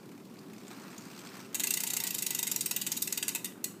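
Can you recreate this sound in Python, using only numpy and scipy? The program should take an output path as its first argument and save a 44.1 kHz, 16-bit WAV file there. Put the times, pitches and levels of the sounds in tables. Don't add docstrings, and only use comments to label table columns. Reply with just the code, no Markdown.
import sys
import numpy as np
from scipy import signal
from scipy.fft import rfft, irfft, next_fast_len
from scipy.io import wavfile
from scipy.ndimage import uniform_filter1d, map_coordinates

SR = 44100
rng = np.random.default_rng(int(sys.argv[2]) if len(sys.argv) > 2 else 0)


def transcribe(signal):
    frames = np.atleast_2d(signal).T
    limited = np.clip(frames, -1, 1)
    pcm = np.round(limited * 32767).astype(np.int16)
    wavfile.write(sys.argv[1], SR, pcm)


def boost_factor(decibels):
    exponent = np.asarray(decibels, float) / 20
    return 10 ** exponent


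N = 167580


def unit(x):
    return x / np.sqrt(np.mean(x ** 2) + 1e-20)


def along(points, hz):
    f, v = np.transpose(points)
    return np.interp(np.log(hz + 1), np.log(f + 1), v)


def coloured(spectrum, shape):
    m = next_fast_len(shape[-1])
    z = rfft(rng.standard_normal(shape[:-1] + (m,)))
    gain = boost_factor(along(spectrum, np.fft.rfftfreq(m, 1 / SR)))
    return unit(irfft(z * gain, m)[..., :shape[-1]])


def narrow(hz, share, shape):
    off = (np.fft.rfftfreq(shape[1], 1 / SR) - hz) / (share * hz)
    z = rfft(rng.standard_normal(shape))
    return unit(irfft(z / (1 + off ** 2), shape[1]))


def patchy(x, depth_db):
    z = signal.stft(x, nperseg=256)[2]
    field = uniform_filter1d(rng.standard_normal(z.shape), size=4, axis=-2)
    field = uniform_filter1d(field, size=5, axis=-1)
    y = signal.istft(z * boost_factor(depth_db * unit(field)), nperseg=256)[1]
    return unit(y[..., :x.shape[-1]])


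def wobble(knots_per_s):
    knots = rng.standard_normal(int(N * knots_per_s / SR) + 4)
    return map_coordinates(knots, [np.arange(N) * knots_per_s / SR])


def lay(times_s, rows):
    at = np.round(np.asarray(times_s) * SR).astype(int)[:, None] + np.arange(rows.shape[1])
    return np.bincount(at.ravel(), rows.ravel(), N + SR)[:N]


def dying(t, t60):
    return boost_factor(-60 * t / np.maximum(t60, .001))


# f/Hz, relative level/dB per Hz
RUMBLE_SPECTRUM = [(25, -53), (70, -27), (95, -24.5), (112, -8), (150, -5.5), (194, 1.5), (240, -1),
                   (300, -2), (360, -6), (385, -1.5), (420, -8.5), (600, -17.5), (850, -22), (1200, -25),
                   (1800, -37.5)]
# f/Hz, relative level/dB per Hz
HISS_SPECTRUM = [(600, -22), (1000, -4), (1600, -6), (4000, 3), (8800, -7), (9600, -28), (11500, -5),
                 (15300, -18), (15500, -40)]
RUMBLE_DB, HISS_DB = -49.5, -74


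def background():
    rumble = boost_factor(RUMBLE_DB + 0.27 * wobble(5.22)) * coloured(RUMBLE_SPECTRUM, (N,))
    return rumble + boost_factor(HISS_DB) * coloured(HISS_SPECTRUM, (N,))


# t/s, relative link level/dB, relative whirr level/dB, link rate/(1/s)
CHAIN_RUN = [(0, -70.5, -65, 31.3), (0.301, -70, -68, 42), (0.549, -68, -62.5, 63), (.66, -64, -60, 55.4),
             (.72, -61, -63, 62), (.82, -60.5, -57, 60), (.92, -62, -59.5, 63), (1.152, -61, -61.5, 66),
             (1.249, -62, -59.5, 72), (1.358, -60.5, -54, 79), (1.462, -63.5, -63.5, 101),
             (1.51, -66, -59, 47), (1.6, -64, -65, 52.4), (2.001, -52, -61, 35), (2.602, -56, -64.5, 47),
             (3.3, -59, -65.5, 40), (3.45, -75, -64, 27), (3.8, -81, -67, 34)]
# f/Hz, relative level/dB per Hz
LINK_SPECTRUM = [(1200, -19), (2400, 2), (3200, -1), (4500, 2.5), (7000, -1.5), (8800, -1.5), (9600, -19),
                 (12000, -6.5), (15300, -10.5), (15500, -40)]
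# f/Hz, relative level/dB per Hz
WHIRR_SPECTRUM = [(400, -33), (600, -4), (1000, -1), (1450, -1.5), (2000, -7), (2600, -8), (4000, -23)]
LINK_SCATTER_DB, LINK_JITTER_LINKS = 3.5, 0.14
LINK_T60_S, TICK_DB, SLIDE_DB = 0.042, 6.5, -3


def chain():
    s, link_db, whirr_db, links_per_s = np.transpose(CHAIN_RUN)
    now = np.arange(N) / SR
    links_passed = np.cumsum(np.interp(now, s, links_per_s)) / SR
    draws = rng.standard_normal((300, 2))
    due = np.arange(300) + LINK_JITTER_LINKS * draws[:, 0]
    times = np.interp(due, links_passed, now, right=N / SR)
    tick = dying(np.arange(SR // 20) / SR, LINK_T60_S)
    seats = lay(times, boost_factor(LINK_SCATTER_DB * draws[:, 1:]) * tick)

    link_gain = boost_factor(np.interp(now, s, link_db)) * (boost_factor(TICK_DB) * seats + boost_factor(SLIDE_DB))
    links = link_gain * patchy(coloured(LINK_SPECTRUM, (N,)), 2.3)
    whirr_gain = boost_factor(np.interp(now, s, whirr_db) + 1.9 * wobble(29.65))
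    whirr_gain = whirr_gain * (1 + 0.96 * seats)
    return links + whirr_gain * patchy(coloured(WHIRR_SPECTRUM, (N,)), 1.6)


# t/s, relative level/dB, f/Hz
LINK_KNOCKS = [(0.1162, -38, 2600), (0.178, -41.5, 2400), (0.2533, -41, 4480), (0.3118, -45, 2490),
               (0.3397, -42.5, 2590), (0.3581, -43, 2240), (0.3903, -37.5, 4630), (0.496, -48, 2210),
               (0.5337, -34, 2340), (0.645, -58, 2390), (0.6812, -36, 7300), (0.7307, -41, 3800),
               (0.7764, -39, 2500), (0.839, -44, 4200), (0.902, -50, 2950), (0.9301, -52, 2560),
               (0.9812, -30.5, 6760), (1.2111, -49, 4700)]
# f/Hz, relative level/dB per Hz
SNAP_SPECTRUM = [(410, -35), (700, -18.5), (1800, -19.5), (2730, -13.5), (3160, -7.5), (5190, -12.5),
                 (6920, 2.5), (9990, -5.5), (14000, -1.5), (15400, -8), (16000, -37)]
KNOCK_T60_S, KNOCK_DB, KNOCK_RING_DB, KNOCK_WIDTH_SHARE = .025, -18, 4, .12


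def knocks():
    s, db, hz = np.transpose(LINK_KNOCKS)
    t = np.arange(SR // 20) / SR
    ring = boost_factor(KNOCK_RING_DB) * narrow(hz[:, None], KNOCK_WIDTH_SHARE, (len(s), len(t)))
    puff = coloured(SNAP_SPECTRUM, ring.shape)
    return lay(s, (puff + ring) * dying(t, KNOCK_T60_S) * boost_factor(db + KNOCK_DB)[:, None])


# t/s, first pawl relative level/dB, lag of second pawl/ms,
# second pawl relative level/dB, gain of the click's body under LOWER_HZ/dB
RATCHET_TEETH = [(1.5449, -23.5, 5.3, -19, 2.2), (1.5964, -20.5, 5.4, -20, 4),
                 (1.6354, -21.5, 2.8, -18, 1.5), (1.6698, -22.0, 1.93, -21, 1.7),
                 (1.7057, -16.5, 1.14, -24, 2.2), (1.7377, -20, 1.08, -19.5, -2),
                 (1.7696, -25, 2.4, -21, 3.5), (1.8011, -30, 2.64, -21, 0.5),
                 (1.8345, -30, 1.1, -19.5, -0.5), (1.8676, -23.5, 4.6, -20, -0.5),
                 (1.9008, -24, 3.2, -21, 0.5), (1.934, -20.5, 2.3, -25.5, 1),
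                 (1.9662, -23.5, 3.0, -19, 2.5), (2.0017, -19, 1.0, -45, 2), (2.0355, -41, 1.7, -19, 3.1),
                 (2.0679, -21, 4.1, -23, -1), (2.1058, -22.5, 0.64, -26, -1.5),
                 (2.1432, -26, 3.9, -21.5, 0.1), (2.1824, -25, 4.2, -20, -3),
                 (2.2225, -20.5, 4.2, -24.5, -0.5), (2.2635, -19, 1.27, -19, -2),
                 (2.3056, -17.5, 3.3, -33, 1.5), (2.3469, -20.5, 2, -23, 0.5), (2.387, -27, 2.48, -18, 0.9),
                 (2.4282, -18, 3.86, -30.5, 0.7), (2.4686, -21.5, 6.4, -20.5, 2.5),
                 (2.5141, -20.5, 4.6, -22, -2), (2.5601, -25, 1.08, -20.0, -1.5),
                 (2.608, -19.5, 2.94, -20, -6.5), (2.6586, -49, 0.84, -16, 0.3), (2.71, -21, 1.5, -20, 2),
                 (2.762, -18.5, 4.3, -24.5, 1.5), (2.8134, -23.5, 4.2, -22.5, 3),
                 (2.865, -19, 6.1, -23, 3.2), (2.9173, -20.5, 5.1, -23.0, -0.5),
                 (2.9669, -24, 5.8, -21, -1.3), (3.0202, -21.5, 2.7, -17.5, -6.3),
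                 (3.0735, -22, 2.2, -26, -0.5), (3.124, -25, 1.26, -20, 2.5),
                 (3.1738, -22.5, 2.27, -20.5, 2), (3.2263, -17.5, 2.3, -47, 4.5),
                 (3.2808, -17.5, 8.5, -21.5, 3.5), (3.3488, -21.5, 7.8, -22, 4.5),
                 (3.4443, -21, 10.7, -25, 0.5), (3.6416, -18, 13.4, -34, -4)]
# f/Hz, relative level/dB, t60/s
HUB_MODES = [(912, -20, 0.17), (1463, -21.5, 0.11), (1680, -23.5, 0.23), (1961, -13.5, 0.15),
             (2095, -7.5, 0.049), (2445, -15.5, 0.14), (2706, -1.5, 0.055), (2950, -20, 0.3),
             (3756, -4.5, 0.075), (4200, -5.5, 0.055), (4765, -1.5, 0.05), (5570, -9, 0.12),
             (6640, -1.5, .04), (8100, 3, 0.047)]
SNAP_T60_S, SNAP_DB, RISE_S = 0.033, -4.5, 0.00078
HUB_DB, MODE_SCATTER_DB, CLUSTER_SHARE, LOWER_HZ = -16, 5, .02, 3400
DETUNE_SHARE = .012
GRIT_DB, COLOUR_DB = 2.6, 2.8


def freewheel():
    s, first_db, lag_ms, second_db, lower_db = np.transpose(RATCHET_TEETH)
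    times = np.r_[s, s + lag_ms / 1000]
    level_db = np.r_[first_db, second_db]
    lower_db = np.tile(lower_db, 2)
    count = len(times)
    t = np.arange(SR // 6) / SR

    chatter = uniform_filter1d(rng.standard_normal((count, len(t))), size=30)
    grit = boost_factor(GRIT_DB * unit(chatter))
    snap = patchy(coloured(SNAP_SPECTRUM, grit.shape), COLOUR_DB)
    hits = grit * snap * dying(t, SNAP_T60_S)
    below = np.fft.rfftfreq(len(t), 1 / SR) < LOWER_HZ
    hits = irfft(rfft(hits) * boost_factor(lower_db[:, None] * below), len(t))

    for hz, db, t60_s in HUB_MODES:
        size_db = MODE_SCATTER_DB * (2 * rng.random(count) - 1) + lower_db * (hz < LOWER_HZ)
        centre_hz = hz * (1 + DETUNE_SHARE * rng.standard_normal((count, 1)))
        cluster = narrow(centre_hz, CLUSTER_SHARE, hits.shape)
        hits = hits + boost_factor(HUB_DB + db + size_db)[:, None] * dying(t, t60_s) * cluster
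    onset = 1 - np.exp(-t / RISE_S)
    return lay(times, hits * onset * boost_factor(level_db + SNAP_DB)[:, None])


# f/Hz, t60/s
ROOM_DECAY = [(500, 0.37), (3000, 0.35), (8000, 0.31), (15200, 0.31), (15600, 0.084)]
ROOM_DB, ROOM_DELAY_S = -10, .004


def room(x):
    out, step = np.zeros(N + SR), SR // 20
    for start in range(0, N, step):
        hz, t, z = signal.stft(rng.standard_normal(SR // 3), SR, nperseg=256)
        decay = dying(t, along(ROOM_DECAY, hz)[:, None])
        tail = signal.istft(z * decay, SR, nperseg=256)[1]
        wet = signal.fftconvolve(x[start:start + step], tail / np.linalg.norm(tail))
        out[start + round(ROOM_DELAY_S * SR):][:len(wet)] += wet
    return out[:N]


def scene():
    bike = freewheel() + chain() + knocks()
    return (bike + boost_factor(ROOM_DB) * room(bike) + background())[None]


def band_limit(x):
    return signal.sosfilt(signal.butter(12, 16470, fs=SR, output="sos"), x)


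TOP_HZ, SHELF_HZ, SHELF_DB = 16600, 15400, -20


def record(dry):
    m = next_fast_len(N + 4096)
    hz = np.fft.rfftfreq(m, 1 / SR)
    shelf = boost_factor(SHELF_DB * np.clip((hz - SHELF_HZ) / 150 + 1, 0, 1))
    mix = irfft(rfft(dry, m) * shelf * (hz < TOP_HZ), m)[:, :N]
    return band_limit(mix)


dry = scene()
out = record(dry)
transcribe(out)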